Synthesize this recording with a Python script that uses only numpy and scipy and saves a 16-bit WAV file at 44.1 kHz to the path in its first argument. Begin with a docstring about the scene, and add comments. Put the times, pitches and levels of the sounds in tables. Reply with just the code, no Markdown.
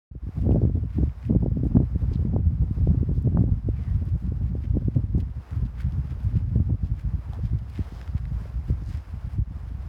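"""A horse is led away down a dirt track in gusty wind. The single microphone opens at 0.1 s; a soft
outdoor hiss and a faint, high whine fade in. By 0.5 s wind buffets it: a low rumble that brightens
with the gusts, and separate eddies that thump. Hooves scuff the grit and flick small stones throughout.
Near 3.8 s a faint, distant call sinks in pitch. From 7 s the wind eases, and between 7.3 and 8.5 s
hooves knock on hard ground."""
import sys
import numpy as np
from scipy import signal
from scipy.fft import rfft, irfft, next_fast_len
from scipy.io import wavfile
from scipy.ndimage import uniform_filter1d, map_coordinates

SR = 44100
rng = np.random.default_rng(int(sys.argv[2]) if len(sys.argv) > 2 else 0)


def wav_record(signal):
    """Record a signal, one row per channel, as 16-bit PCM in the file named by sys.argv[1]."""
    frames = np.transpose(np.atleast_2d(signal))
    bounded = np.clip(frames, -1, 1)
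    # unit amplitude maps onto the largest positive 16-bit level
    quanta = np.round(bounded * 32767).astype(np.int16)
    wavfile.write(sys.argv[1], SR, quanta)


N = 435708
TIME_S = np.arange(N) / SR
OPEN_S, USUAL_WIND_DB = .112, -25

# wind at the microphone: time_s, strength_db
WIND_STRENGTH = [(.12, -36), (.3, -29), (.45, -23), (1.6, -26.5), (2.3, -24), (2.6, -23), (3.1, -22.5),
                 (3.7, -27.5), (4.4, -25.5), (5.1, -26.5), (5.6, -27.5), (6.2, -27.5), (6.6, -26),
                 (7.3, -29.5), (8.3, -32), (9.2, -32), (9.88, -32.5)]


def wind():
    """Gusts, surges and puffs hit the port: slow air throbs, faster air adds rumble, buffet, flutter."""
    # gusts at the port: centre_s, half_length_s, strength_db
    gusts = [(.52, 0.11, 5.5), (.635, 0.012, 3), (.76, 0.033, 2.5), (1.01, 0.033, 6.5), (1.328, 0.051, 6.5),
             (1.445, 0.045, 4.5), (1.62, 0.14, 4.5), (1.78, 0.039, 7), (2.38, 0.056, 4.5),
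             (3.265, 0.021, 6.5), (3.38, 0.079, 6), (4.768, 0.015, 4), (4.968, 0.012, 8),
             (5.17, 0.038, 4.5), (6.58, 0.05, 4), (6.715, 0.027, 6), (7.797, 0.018, 6), (8.71, 0.026, 8.5),
             (9.39, 0.0098, 8.5)]
    # broad pushes of air that swell the rumble: centre_s, half_length_s, rise_db
    surges = [(1.57, 0.0093, 8.5), (2.07, 0.019, 7), (2.16, 0.029, -1.5), (2.47, 0.026, 6.5),
              (2.61, .02, 3), (2.82, 0.041, 3), (2.9, 0.014, 4), (3.53, 0.013, 8), (3.7, 0.017, 9),
              (3.94, 0.032, 6), (4.13, .02, 5), (4.28, 0.016, 6.5), (4.43, 0.018, 1.5), (4.73, 0.039, 4),
              (4.87, 0.014, 4.5), (5.16, 0.038, 3), (5.57, 0.014, 3), (5.64, 0.018, 4.5), (5.86, 0.043, 5),
              (6, 0.013, 6.5), (6.26, 0.026, 4.5), (6.37, 0.022, 9), (6.55, 0.036, 3), (6.73, 0.019, 6.5),
              (6.84, 0.018, 1.5), (6.92, 0.023, 7), (7.07, 0.013, 8.5), (7.15, 0.017, 8),
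              (7.45, 0.023, 7.5), (7.54, 0.024, 8), (7.8, 0.032, 4), (8.15, 0.019, 1.5), (8.25, 0.014, 8),
              (8.35, 0.046, 6.5), (8.58, 0.018, 8.5), (8.73, 0.032, 9.5), (8.83, 0.035, 2),
              (8.95, 0.0084, 5.5), (9.15, .02, 4.5), (9.26, 0.019, 4.5), (9.39, 0.044, 6.5),
              (9.8, 0.02, 4.5)]
    # pressure spectra, low to high: freq_hz, density_db
    deep_spectrum = [(15, -51), (28, -31), (40, -15.5), (55, 0.5), (75, -4), (100, -15), (150, -35),
                     (300, -70.5)]
    rumble_spectrum = [(30, -45.5), (55, -15), (85, -1), (120, -2.5), (175, -14), (300, -39), (600, -78)]
    buffet_spectrum = [(50, -19.5), (110, 3), (170, 4), (250, -0.5), (330, -11.5), (450, -30), (700, -47.5),
                       (1500, -90)]
    flutter_spectrum = [(150, -22), (300, -0.5), (420, 5.5), (620, -5), (850, -13.5), (1200, -28.5),
                        (2500, -63.5)]
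    # strongest eddies: centre_s, peak_db, centre_hz
    strong_eddies = [(0.153, -31, 147), (0.237, -29, 100), (0.269, -27.5, 115), (0.291, -28, 131),
                     (0.468, -13, 146), (0.493, -11.5, 191), (0.51, -16, 229), (0.523, -19, 176),
                     (0.547, -13, 169), (0.559, -14, 207), (0.618, -15, 180), (0.637, -14.5, 142),
                     (0.653, -13.5, 161), (0.671, -23, 106), (0.698, -20, 160), (0.756, -23.5, 120),
                     (0.986, -13.5, 125), (1.006, -19.5, 134), (1.035, -13.5, 105), (1.299, -18, 171),
                     (1.309, -15, 139), (1.325, -30, 94.5), (1.351, -13, 176), (1.362, -9, 106),
                     (1.43, -21, 190), (1.442, -17.5, 126), (1.462, -15, 195), (1.572, -18.5, 155),
                     (1.635, -16, 154), (1.654, -26, 207), (1.667, -17, 131), (1.753, -16.5, 142),
                     (1.769, -13, 211), (1.803, -16, 199), (1.818, -26.5, 182), (1.833, -20, 126),
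                     (1.96, -20, 131), (2.117, -19.5, 125), (2.158, -15.5, 90), (2.194, -28, 190),
                     (2.252, -16.5, 119), (2.343, -32, 200), (2.364, -15, 266), (2.392, -15, 85.5),
                     (2.711, -16, 95), (2.785, -26, 153), (2.874, -16, 201), (2.948, -18.5, 125),
                     (3.031, -17, 138), (3.093, -21.5, 116), (3.115, -20, 139), (3.179, -20.5, 130),
                     (3.275, -11.5, 148), (3.348, -15.5, 124), (3.373, -19, 410), (3.394, -13.5, 110),
                     (3.41, -15, 125), (3.44, -16, 150), (3.689, -14.5, 160), (4.156, -25.5, 121),
                     (4.277, -18, 83), (4.322, -23, 155), (4.439, -18.5, 64.4), (4.553, -22.0, 172),
                     (4.757, -18, 118), (4.771, -11.5, 144), (4.884, -13.5, 127), (4.968, -16, 100),
                     (5.041, -25, 113), (5.15, -11.5, 96), (5.18, -18, 116), (5.625, -23.5, 109),
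                     (6.355, -24.5, 131), (6.559, -19.5, 166), (6.603, -17, 112), (6.707, -20.5, 137),
                     (6.833, -23.5, 96), (7.052, -24, 76), (7.091, -33, 94), (7.441, -29, 77.4),
                     (7.534, -20, 98), (7.793, -15.5, 104), (7.924, -31, 140), (8.15, -16, 68.6),
                     (8.555, -22, 58.7), (8.702, -17.5, 137), (8.822, -31.5, 119), (8.947, -30, 84),
                     (9.143, -34, 110), (9.39, -15, 77)]
    wake_half_s, wake_db, puff_db = 0.0058, 2.5, 2.8
    gust, surge_db = swells(gusts), swells(surges)
    wake = swells([(s, wake_half_s, wake_db) for s, _, _ in strong_eddies])  # swirl round each eddy
    eased_db = USUAL_WIND_DB - curves(WIND_STRENGTH)[0]
    unrest = (1 + 0.044 * eased_db) / (1 + 0.27 * gust + 0.69 * wake)  # strong flow is steadier
    puffs = puff_db * puff_train(rate_hz=14, scatter=.45) + wobble(rate_hz=10)
    flow_db = strength_db() + wake + unrest * puffs
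    flicker = np.tanh(1.3 * wobble(rate_hz=60)) / (1 + .08 * gust)

    def gain(base_db, per_flow, per_gust):
        return amp(base_db + per_flow * flow_db + per_gust * gust)

    deep = gain(-29.5, per_flow=0.73, per_gust=0.31) * turbulence(deep_spectrum, span_s=0.039)
    rumble = gain(-30, per_flow=1.41, per_gust=0.52) * turbulence(rumble_spectrum, span_s=0.054)
    buffet = gain(-43, per_flow=1.63, per_gust=2.44) * turbulence(buffet_spectrum, span_s=0.017)
    buffet *= amp(6 * flicker)
    flutter = gain(-64.5, per_flow=2.7, per_gust=2.5) * amp(9.1 * flicker + 3.1 * wobble(rate_hz=130))
    flutter *= turbulence(flutter_spectrum, span_s=0.0069)
    low = amp(surge_db) * (deep + rumble)
    bright = amp(0.12 * surge_db) * (buffet + flutter)
    return low + bright + eddies([*strong_eddies, *small_eddies(rate_hz=16)])


def strength_db():
    """Wind strength over the usual: a slow drift, broken by lulls."""
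    # lulls between gusts: centre_s, half_length_s, drop_db
    lulls = [(.2, 0.016, 20), (.32, 0.018, 19), (.9, 0.036, 10.5), (1.17, 0.054, 13), (1.4, 0.0055, 4.5),
             (1.9, 0.048, 2.5), (2.55, 0.017, 1.5), (2.72, 0.042, 6.5), (3.06, .015, 5), (3.59, 0.036, 3.5),
             (4.19, 0.016, 7.5), (4.66, 0.0085, 2), (5.34, 0.021, 9.5), (5.46, 0.042, 20.5),
             (5.75, 0.054, 3), (6.78, 0.018, 10), (6.07, 0.0099, 5.5), (7.02, 0.018, 9), (7.23, 0.015, 11),
             (7.7, 0.04, 5.5), (7.89, 0.043, 8), (8.02, 0.035, 5.5), (8.49, 0.037, 2.5), (9.04, 0.03, 13.5),
             (9.46, 0.011, 10)]
    return curves(WIND_STRENGTH)[0] - USUAL_WIND_DB - swells(lulls)


def puff_train(rate_hz, scatter):
    """Rounded puffs at an uneven pace: 1 at a crest, -2 in a gap."""
    cycles = np.cumsum(rate_hz * np.exp(scatter * wobble(rate_hz=14))) / SR
    return 3 * np.abs(np.sin(np.pi * cycles)) - 2


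def turbulence(spectrum, span_s):
    """Pressure noise held even over span_s, so that the gusts set its level."""
    noise = coloured(rng.standard_normal(N), spectrum)
    width = max(int(span_s * SR), 2)
    power = uniform_filter1d(uniform_filter1d(noise ** 2, width), width)
    return unit(noise / np.sqrt(np.abs(power) + 0.024))


def eddies(rows, skew_rad=0.65, port_hz=70, port_q=1.82):
    """Each eddy is one lopsided pressure swing, duller if wider; the port cuts deep bass and rings."""
    out, size = np.zeros(N), 4096
    f = np.fft.rfftfreq(size, 1 / SR)
    for centre_s, peak_db, centre_hz in rows:
        skew = np.exp(1j * skew_rad * rng.uniform(-0.86, 1))
        spectrum = 1j * f * skew * np.exp(-(f / centre_hz) ** 1.3 / 1.3)
        swing = np.fft.fftshift(irfft(spectrum))
        add(out, centre_s - size / 2 / SR, at_peak(swing, peak_db))
    return filtered(out, lambda hz: -hz ** 2 / (port_hz ** 2 - hz ** 2 + 1j * hz * port_hz / port_q))


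def small_eddies(rate_hz, count=400):
    """Lesser eddies at random moments, sized by the wind: centre_s, peak_db, centre_hz."""
    centre_s = OPEN_S + np.cumsum(rng.exponential(size=count)) / rate_hz
    size, pitch = rng.standard_normal((2, count))
    peak_db = -34 + 3 * np.interp(centre_s, TIME_S, strength_db()) + 4 * np.clip(size, -2, 1.5)
    centre_hz = 110 * np.exp(0.066 * np.clip(pitch, -2, 2))
    return np.transpose([centre_s, peak_db, centre_hz])[centre_s < N / SR]


def scuffs():
    """A foot grinds the dirt: a swell of grains, duller in soft soil, with a spray of fine sand."""
    # hooves and boots: centre_s, soil_db, half_length_s, soil_hz, sand_db
    steps = [(0.406, -69, .035, 2330, -72.5), (0.532, -78.5, 0.012, 3000, -72),
             (0.95, -60.5, 0.03, 1690, -73.5), (1.254, -60.5, 0.029, 1800, -73),
             (1.673, -71.5, 0.008, 4980, -73), (2.138, -64.5, 0.012, 3290, -90),
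             (2.774, -75.5, 0.049, 3530, -79), (2.893, -69.5, 0.011, 3480, -79.5),
             (3.167, -71.5, 0.024, 3720, -73.5), (3.815, -63, 0.037, 1930, -91),
             (4.084, -64.5, 0.014, 2400, -70.5), (4.211, -76, 0.027, 3500, -74.5),
             (4.266, -62, 0.0034, 1980, -75), (4.477, -62.5, 0.0091, 1890, -81),
             (4.642, -56, .012, 1850, -75), (4.949, -60, 0.0041, 1910, -71),
             (5.205, -57, 0.0053, 2400, -65), (5.55, -55.5, 0.032, 1110, -72.5),
             (5.664, -61, 0.0048, 2400, -77.5), (5.809, -50.5, 0.015, 1500, -66.5),
             (6.11, -54.5, 0.0079, 1770, -75), (6.235, -65, 0.023, 2000, -74),
             (6.371, -58.5, 0.012, 1980, -74), (6.866, -62.5, 0.013, 2980, -74.5),
             (7.0, -53.5, .012, 1700, -67), (7.347, -52.5, 0.025, 820, -71),
             (7.454, -60.5, 0.014, 2760, -74.5), (7.589, -64, 0.0051, 2600, -75),
             (7.7, -64, .004, 3500, -66.5), (7.773, -56, 0.036, 2100, -70.5),
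             (7.962, -64, 0.076, 3580, -76), (8.179, -53, 0.0049, 1770, -78.5),
             (8.433, -75, 0.16, 4470, -79.5), (8.693, -61, 0.017, 1770, -68.5),
             (8.912, -61.5, 0.04, 4660, -73), (8.936, -55.5, 0.031, 1790, -78.5),
             (9.195, -76, .07, 3360, -81.5), (9.333, -69, 0.024, 2360, -71)]
    out, t = np.zeros(N), np.arange(-SR // 4, SR // 4) / SR
    for centre_s, soil_db, half_s, soil_hz, sand_db in steps:
        soil = unit(band(crunch(len(t), rate_hz=2600, spread_db=3), soil_hz, q=0.94))
        sand = unit(band(crunch(len(t), rate_hz=1800, spread_db=3), centre_hz=7000, q=0.36))
        swell = np.exp(-np.abs(t / half_s) ** 1.3 / 2)
        add(out, centre_s + t[0], swell * (amp(soil_db) * soil + amp(sand_db) * sand))
    return out


def crunch(samples, rate_hz, spread_db):
    """Sand grains breaking at random, most of them small."""
    breaks = rng.random(samples) < rate_hz / SR
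    kick = rng.standard_normal(samples)
    size_db = spread_db * np.minimum(rng.exponential(size=samples), 4)
    return unit(breaks * kick * amp(size_db))


def stones(crumble_db=-20.5, crumble_t60_s=0.016):
    """Pebbles click or clink: one sharp contact, then a few milliseconds of crumbling."""
    # loudest pebbles, and the high ring of the hoof strike at 7.334 s: start_s, peak_db, ring_hz, ring_q
    loud_stones = [(0.516, -46, 2680, 3.1), (0.52, -50.5, 2690, 4.5), (1.094, -48, 2380, 2.2),
                   (1.252, -42.5, 2380, 1.2), (1.644, -48.5, 9150, 0.93), (1.671, -49.5, 12250, 0.83),
                   (2.135, -47, 4100, 1.6), (2.138, -43.5, 3700, 2.1), (2.148, -47.5, 3970, 2),
                   (2.157, -44, 3540, 2.7), (3.2256, -45, 10500, 0.85), (4.0535, -50, 9100, 0.59),
                   (5.183, -49.5, 6650, 1), (5.204, -46, 2400, 1), (5.508, -43, 1800, 0.55),
                   (5.653, -50, 3600, 1.1), (5.8, -42, 1860, 1.9), (5.8027, -38.5, 1500, 2.3),
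                   (5.8073, -41, 2200, .8), (5.8135, -56.5, 2600, 1.8), (5.923, -45, 3600, 1.2),
                   (6.109, -47, 2200, 1), (6.366, -54, 2800, 0.78), (6.995, -43, 2000, 1),
                   (7.334, -44, 3380, 2.5), (7.3452, -51, 3400, 0.73), (8.0142, -36.5, 1890, 0.97),
                   (8.077, -37.5, 1400, 1.1), (8.2542, -39.5, 1930, 1.3), (8.412, -58, 8400, 8),
                   (8.7054, -48, 6150, 1.4)]
    out, t = np.zeros(N), np.arange(SR // 20) / SR
    for start_s, peak_db, ring_hz, ring_q in [*loud_stones, *small_stones()]:
        contact = t == 0
        crumble = rng.standard_normal(len(t)) * amp(crumble_db - 60 * t / crumble_t60_s)
        click = band(contact + crumble, ring_hz, ring_q)
        add(out, start_s, at_peak(click, peak_db))
    return out


def small_stones(count=12):
    """Tiny pebbles flicked at random moments: start_s, peak_db, ring_hz, ring_q."""
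    when, size, pitch = rng.random((count, 3)).T
    start_s = OPEN_S + when * (N / SR - OPEN_S)
    return np.transpose([start_s, -62 + 5 * size, 2400 * 3.6 ** pitch, np.ones(count)])


def knocks():
    """A hoof meets hard ground with a short, hollow ring."""
    # hoof strikes: start_s, peak_db, ring_hz, t60_s
    strikes = [(7.3335, -39.5, 804, 0.012), (7.345, -50, 890, 0.036), (7.3895, -37, 477, 0.018),
               (8.4555, -36.5, 485, 0.0083)]
    out, t = np.zeros(N), np.arange(SR // 10) / SR
    for start_s, peak_db, ring_hz, t60_s in strikes:
        attack = 1 - np.exp(-t * ring_hz)
        ring = np.sin(2 * np.pi * ring_hz * t) * amp(-60 * t / t60_s)
        add(out, start_s, at_peak(attack * ring, peak_db))
    return out


def distant_call():
    """A faint, slightly raspy call that sinks in pitch."""
    # course of the call: time_s, pitch_hz, level_db
    contour = [(3.73, 2520, -90), (3.765, 2430, -63), (3.79, 2150, -65), (3.83, 2050, -66),
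               (3.87, 2000, -61), (3.92, 1880, -65), (3.97, 1850, -90)]
    pitch_hz, level_db = curves(contour)
    raspy_tone = tone(pitch_hz + 110 * wobble(rate_hz=400))
    return amp(level_db + 3.2 * wobble(rate_hz=62)) * raspy_tone


def outdoors(fade_s=0.35, fade_db=30.5, whine_hz=11635):
    """Air moving through the brush, fine grit crackling underfoot, and a thin wavering whine."""
    # base level of all three: time_s, level_db
    hiss_levels = [(0.3, -60), (0.43, -63), (0.91, -66.5), (1.07, -61.5), (1.39, -67.5), (2.11, -62),
                   (2.41, -67), (2.81, -63), (3.47, -67), (3.82, -62), (4.49, -65), (4.97, -67),
                   (5.28, -66.5), (5.42, -61.5), (5.71, -63), (6.22, -60.5), (6.63, -66), (7.3, -62),
                   (7.6, -64), (7.9, -57), (8.17, -60), (8.76, -62), (9.32, -61), (9.42, -66.5),
                   (9.58, -62), (9.88, -60.5)]
    # spectra of air and grit: freq_hz, density_db
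    air_spectrum = [(100, 5), (400, 1.5), (750, 2), (1100, 0), (1600, -5.5), (2100, -10), (3100, -18.5),
                    (4400, -23), (5500, -23), (6800, -25.5), (10000, -32), (17000, -33)]
    grit_spectrum = [(600, -4.5), (1500, 16.5), (3000, 10.5), (5500, 1), (7000, -8), (10000, -1.5),
                     (13000, -7), (17000, -9)]
    fade_in_db = -fade_db * np.clip(1 - TIME_S / fade_s, 0, 1)
    base_db = curves(hiss_levels)[0] + fade_in_db + .6 * wobble(rate_hz=9)
    air_db = base_db + 6 + 1.1 * wobble(rate_hz=25)
    air = coloured(rng.standard_normal(N), air_spectrum)
    grit_db = base_db - 6.5 + 1.8 * wobble(rate_hz=45)
    grit = coloured(crunch(N, rate_hz=5000, spread_db=0.5), grit_spectrum)
    whine = tone(whine_hz + 11 * wobble(rate_hz=3))
    whine_db = base_db - 26.5 + wobble(rate_hz=20)
    return amp(air_db) * air + amp(grit_db) * grit + amp(whine_db) * whine


def amp(db):
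    """Decibels to gain."""
    return 10 ** (np.asarray(db) / 20)


def unit(x):
    """x at rms 1."""
    return x / np.sqrt(np.mean(x ** 2) + 1e-20)


def at_peak(x, peak_db):
    """x scaled to a peak level."""
    return amp(peak_db) * x / np.abs(x).max()


def tone(pitch_hz):
    """A sine that follows a pitch curve."""
    return np.sin(2 * np.pi * np.cumsum(pitch_hz) / SR)


def curves(rows):
    """One value per sample for each column after the time."""
    time_s, *columns = np.transpose(rows)
    return [np.interp(TIME_S, time_s, column) for column in columns]


def swells(rows):
    """Sum of round-topped swells: centre_s, half_length_s, height."""
    return sum(height * np.exp(-np.abs((TIME_S - s) / half_s) ** 3 / 2) for s, half_s, height in rows)


def wobble(rate_hz):
    """A smooth random curve, rate_hz knots a second."""
    return map_coordinates(rng.standard_normal(N // 20), [TIME_S * rate_hz], mode="wrap")


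def filtered(x, response):
    """x through a frequency response."""
    size = next_fast_len(len(x) + 8192)
    return irfft(rfft(x, size) * response(np.fft.rfftfreq(size, 1 / SR)), size)[:len(x)]


def coloured(x, spectrum):
    """x shaped by a spectrum (freq_hz, density_db), at rms 1."""
    freq_hz, db = np.transpose(spectrum)
    return unit(filtered(x, lambda hz: amp(np.interp(np.log(hz + 1), np.log(freq_hz), db, right=-120))))


def resonance(hz, centre_hz, q):
    """Response of a causal band-pass."""
    return 1j * hz * centre_hz / q / (centre_hz ** 2 - hz ** 2 + 1j * hz * centre_hz / q)


def band(x, centre_hz, q):
    """x through two equal band-passes."""
    return filtered(x, lambda hz: resonance(hz, centre_hz, q) ** 2)


def add(track, start_s, sound):
    """Mix a sound into the track from start_s on."""
    i = round(start_s * SR)
    part = sound[max(-i, 0):N - i]
    track[max(i, 0):][:len(part)] += part


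def scene():
    """Wind on the port over the quiet sounds of the track."""
    return (wind() + scuffs() + stones() + knocks() + distant_call() + outdoors())[None]


def record(dry, low_cut_hz=34, top_hz=17000, ceiling=.48):
    """The microphone opens, sheds the deepest bass, rings in its port and rounds the largest swings."""
    opened = np.clip((TIME_S - OPEN_S) / 0.0033, 0, 1)
    x = signal.sosfilt(signal.butter(3, low_cut_hz, "high", fs=SR, output="sos"), dry[0] * opened)
    x = filtered(x, lambda hz: 1 + .7 * resonance(hz, centre_hz=5000, q=12))
    x = x / (1 + (x / ceiling) ** 6) ** (1 / 6)
    return filtered(x, lambda hz: hz < top_hz)[None]


dry = scene()
out = record(dry)
wav_record(out)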